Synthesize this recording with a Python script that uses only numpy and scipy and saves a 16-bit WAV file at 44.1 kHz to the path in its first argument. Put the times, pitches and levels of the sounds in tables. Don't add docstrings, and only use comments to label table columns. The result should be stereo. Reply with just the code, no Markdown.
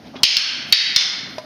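import sys
import numpy as np
from scipy import signal
from scipy.io import wavfile
from scipy.ndimage import uniform_filter1d

SR = 44100
rng = np.random.default_rng(int(sys.argv[2]) if len(sys.argv) > 2 else 0)


def boost(x):
    u = np.asarray(x, float) / 20
    return 10 ** u


def pcm_store(signal):
    levels = np.round(np.clip(np.atleast_2d(signal), -1, 1) * 32767)
    wavfile.write(sys.argv[1], SR, levels.astype(np.int16).T)


N = 63945


def rms_one(x):
    return x / np.sqrt(np.mean(x ** 2) + 1e-20)


def at_hz(points, hz):
    points = np.array(points)
    return np.interp(np.log(hz + 1), np.log(points[:, 0]), points[:, 1])


def since(s):
    t = np.arange(N) / SR - s
    return np.maximum(t, 0), t >= 0


def ring(s, hz, t60):
    t, on = since(s)
    return on * np.sin(2 * np.pi * hz * t) * boost(-60 * t / t60)


def swell(s, length):
    return np.sin(np.pi * np.clip(since(s)[0] / length, 0, 1)) ** 0.4


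def band(x, low_hz, high_hz):
    limits = [max(low_hz, 20), min(high_hz, 19000)]
    return signal.sosfilt(signal.butter(2, limits, "band", fs=SR, output="sos"), x)


def high_pass(x, hz, order):
    return signal.sosfilt(signal.butter(order, hz, "high", fs=SR, output="sos"), x)


def drift(rate):
    r = np.exp(-80 * np.pi * rate / SR)
    chance = rng.standard_normal(N // 40 + 2002)
    slow = signal.lfilter([1], [1, -2 * r, r * r], chance)[2000:]
    return np.interp(np.arange(N) / 40, np.arange(len(slow)), rms_one(slow))


def half_octaves():
    edges = 35 * 2 ** np.arange(0, 9.1, .5)
    return zip(edges, edges[1:])


def air():
    # (frequency [Hz], level per Hz [dB])
    air_colour = [(24, -51), (40, -16.5), (239, -6), (490, -21), (612, -10.5), (693, -18.5), (804, -24.5),
                  (4560, -32.5), (15000, -45)]
    level_db, lumps_db = -40.5, 2.0
    white = rng.standard_normal((2, N + 8000))
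    together = drift(8)
    total = np.zeros(N)
    for k, (low, high) in enumerate(half_octaves()):
        waver_db = lumps_db * (.6 * together + .7 * drift(15))
        band_db = at_hz(air_colour, np.sqrt(low * high)) + waver_db
        total += band(white[k % 2], low, high)[-N:] * boost(band_db)
    return boost(level_db) * rms_one(total)


def hall(x):
    # (frequency [Hz], time to fall 60 dB [s])
    hall_t60 = [(200, 1), (1500, 0.93), (3000, 0.63), (5000, .55), (8000, 0.49), (14000, 0.04)]
    hall_db, gap_s, build_s = -26, 0.0049, 0.024
    echo_spread_db, echoes_fuse_s = 9, 0.03
    t, on = since(gap_s)
    uneven = np.minimum(rng.exponential(1, N), 3) - 1
    echoes = rng.standard_normal((2, N)) * boost(echo_spread_db * np.exp(-t / echoes_fuse_s) * uneven)
    echoes *= on * (1 - 0.53 * np.exp(-t / build_s))
    response = np.zeros(N)
    for k, (low, high) in enumerate(half_octaves()):
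        if low > 100:
            t60 = at_hz(hall_t60, np.sqrt(low * high))
            response += band(echoes[k % 2], low, high) * boost(-60 * t / t60)
    return boost(hall_db) * signal.fftconvolve(x, response)[:N]


def early_echoes(x):
    # (delay [s], level [dB])
    bounces = [(.0023, -2.5), (.0045, -7.5), (.0074, -4.5), (.009, -12.5), (.0123, -22), (.0153, -10.5),
               (.0178, -7)]
    taps = np.zeros(2048)
    for delay, db in bounces:
        shift, change = rng.standard_normal(2)
        taps[int(delay * (1 + .04 * shift) * SR)] = boost(db + 2.0 * change)
    return signal.fftconvolve(x, taps)[:N]


def knocks():
    # (time [s], peak level [dB], pitch [Hz], time to fall 60 dB [s])
    knock_list = [
        (.144, -29.5, 594, 0.028),
        (0.157, -28.5, 260, 0.065),
        (1.3818, -19, 625, 0.069),
    ]
    out = np.zeros(N)
    for s, db, hz, t60 in knock_list:
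        out += boost(db) * (ring(s, hz, t60) + .5 * ring(s + 0.00065, 1.6 * hz, 0.8 * t60))
    return out


def ticks():
    # (time [s], peak level [dB], centre pitch [Hz], width [Hz])
    tick_list = [
        (0.156, -30.5, 2220, 1470),
        (1.321, -55, 8800, 6000),
        (1.3827, -19, 3020, 4960),
    ]
    out = np.zeros(N)
    for s, db, hz, width_hz in tick_list:
        t, on = since(s)
        noise = rms_one(band(rng.standard_normal(N), hz - width_hz / 2, hz + width_hz / 2))
        out += noise * on * boost(db - 9 - 60 * t / 0.06)
    return out


def swishes():
    # (start [s], length [s], level [dB], centre pitch [Hz])
    swish_list = [
        (0.13, 0.1, -44.5, 1020),
        (0.152, 0.041, -44.5, 3560),
        (0.618, 0.014, -31.5, 4400),
        (0.666, 0.057, -48.5, 9600),
        (.9, 0.044, -67, 9000),
        (0.975, 0.072, -12, 4540),
        (1.29, 0.17, -55.5, 10000),
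    ]
    out = np.zeros(N)
    for s, length, db, hz in swish_list:
        noise = band(rng.standard_normal(N), hz / 2, hz * 1.4)
        noise = rms_one(band(noise, hz / 3, hz * 1.5))
        out += boost(db + 3 * drift(60)) * swell(s, length) * noise
    return out


def squeak():
    start_s, length_s, pitch_hz, level_db = .155, .05, 3330, -49.5
    noise = rms_one(band(rng.standard_normal(N), pitch_hz - 40, pitch_hz + 40))
    return boost(level_db) * swell(start_s, length_s) * noise


def stick_strike(s, db, low_hz, modes, ring_share):
    crack_db, crack_high_hz, contact_s = 13.5, 7020, 0.00026
    body_db, body_low_hz = -19.5, 510
    click = np.zeros(N) + 1e-18
    click[int(s * SR)] = boost(crack_db)
    wood = np.zeros(N)
    for hz, mode_db, t60 in modes:
        share = ring_share if hz > 2300 else 1
        wood += boost(mode_db) * ring(s, hz, t60 * share)
    onset = 1 - np.exp(-since(s)[0] / contact_s)
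    clack = band(click + wood * onset, low_hz, crack_high_hz)
    clack = high_pass(clack, .9 * low_hz, 4)
    body = boost(body_db) * band(click, body_low_hz, low_hz)
    return boost(db - 13.5) * (clack + body)


def ports(shared, apart):
    port_hz, port_q = 5530, 2.22
    null_hz, null_width_hz = 7600, 950
    side_from_hz = 2360
    w = 2 * np.pi * port_hz / SR
    damping = np.sin(w) / 2 / port_q
    top = (1 - np.cos(w)) * np.array([.5, 1, .5])
    bottom = [1 + damping, -2 * np.cos(w), 1 - damping]
    own = boost(-4) * band(apart, 3800, 6800) + band(apart, 9500, 11000)
    left = signal.lfilter(top, bottom, shared + own)
    edges = [null_hz - null_width_hz / 2, null_hz + null_width_hz / 2]
    null = signal.butter(2, edges, "bandstop", fs=SR, output="sos")
    mid = signal.sosfiltfilt(null, left + shared) / 2
    differ = signal.butter(3, side_from_hz, "high", fs=SR, output="sos")
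    side = signal.sosfiltfilt(differ, (left - shared) / 2)
    return np.array([mid + side, mid - side])


def scene():
    # (time [s], strength [dB], lowest pitch the contact excites [Hz])
    strikes = [
        (.2331, 28.5, 2315),
        (.3682, 18, 1560),
        (.7247, 24.5, 1890),
        (.9617, 19.5, 1524),
    ]
    # (pitch [Hz], level [dB], time to fall 60 dB [s])
    stick_modes = [
        [(2500, -33, 0.004), (3160, 6.5, 0.0079), (3430, 9.5, 0.0027), (4433, 18.5, 0.0033),
         (5088, 7.5, 0.0068), (6000, -5, 0.017)],
        [(1715, -11, 0.011), (2830, -22, 0.0061), (3630, 10.5, 0.0055), (4400, 0, 0.019), (5170, 10.5, 0.0084),
         (5600, -17, .006)],
        [(2090, -6.5, 0.0067), (2610, 6, 0.0074), (3278, 8, 0.0096), (3872, 3, 0.028), (4460, 11.5, 0.011),
         (5003, -7, 0.021)],
        [(1640, -19.5, 0.0085), (2227, -13, 0.023), (3668, -6, 0.042), (4264, 0, 0.028), (5282, 4.5, 0.015),
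         (5706, 2.5, 0.01)],
    ]
    # (pitch [Hz], level re strike [dB], time to fall 60 dB [s])
    free_modes = [(3110, -31, 0.11), (4460, -29, 0.055), (3800, -31, 0.037), (3601, -22, 0.037)]
    small_hall_db, off_axis_ring = -16, .35
    direct, sideways = np.zeros(N), []
    for (s, db, low_hz), modes, (hz, free_db, t60) in zip(strikes, stick_modes, free_modes):
        direct += stick_strike(s, db, low_hz, modes, 1)
        to_walls = stick_strike(s, db, low_hz, modes, off_axis_ring)
        sideways.append(to_walls + boost(db + free_db) * ring(s, hz, t60))
    small = knocks() + ticks() + swishes() + squeak()
    small_to_hall = boost(small_hall_db) * small
    room = hall(small_to_hall)
    for x in sideways:
        room += early_echoes(x) + hall(x)
    shared = direct + small + room + air()
    apart = hall(sum(sideways) + small_to_hall) + air()
    return ports(shared, apart)


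def gain_control(x):
    threshold_db, squeeze, attack_s = -27.5, 0.39, .005
    release_db_per_s, sense_s = 160, 0.001
    width = int(sense_s * SR)
    power = uniform_filter1d(np.mean(x ** 2, axis=0), width, origin=(width - 1) // 2)
    level_db = 10 * np.log10(power + 1e-12)
    fall = release_db_per_s * np.arange(N) / SR
    peak_db = np.maximum.accumulate(level_db + fall) - fall
    over_db = np.maximum(peak_db - threshold_db, 0)
    r = np.exp(-1 / (attack_s * SR))
    return x * boost(-squeeze * signal.lfilter([1 - r], [1, -r], over_db))


def overload(x):
    clip_up, clip_down = 1.04, 1.08
    thump_db, thump_hz, thump_right = -19.5, 260, 0.2
    top = np.where(x > 0, clip_up, clip_down)
    x = x / (1 + np.abs(x / top) ** 6) ** (1 / 6)
    excess = np.maximum(np.abs(x[0]) - .8, 0)
    thump = signal.sosfilt(signal.butter(2, thump_hz, fs=SR, output="sos"), excess)
    return x + boost(thump_db + 15) * np.array([[1], [thump_right]]) * thump


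def low_pass(x):
    return signal.sosfilt(signal.butter(12, 15730, fs=SR, output="sos"), x)


def record(dry):
    coupling_hz, cutoff_hz = 97, 15750
    x = overload(gain_control(dry))
    x = high_pass(x, coupling_hz, 2)
    x = signal.sosfilt(signal.cheby2(10, 45, cutoff_hz * 1.02, fs=SR, output="sos"), x)
    x = np.clip(x, -1, 1)
    return low_pass(x)


dry = scene()
out = record(dry)
pcm_store(out)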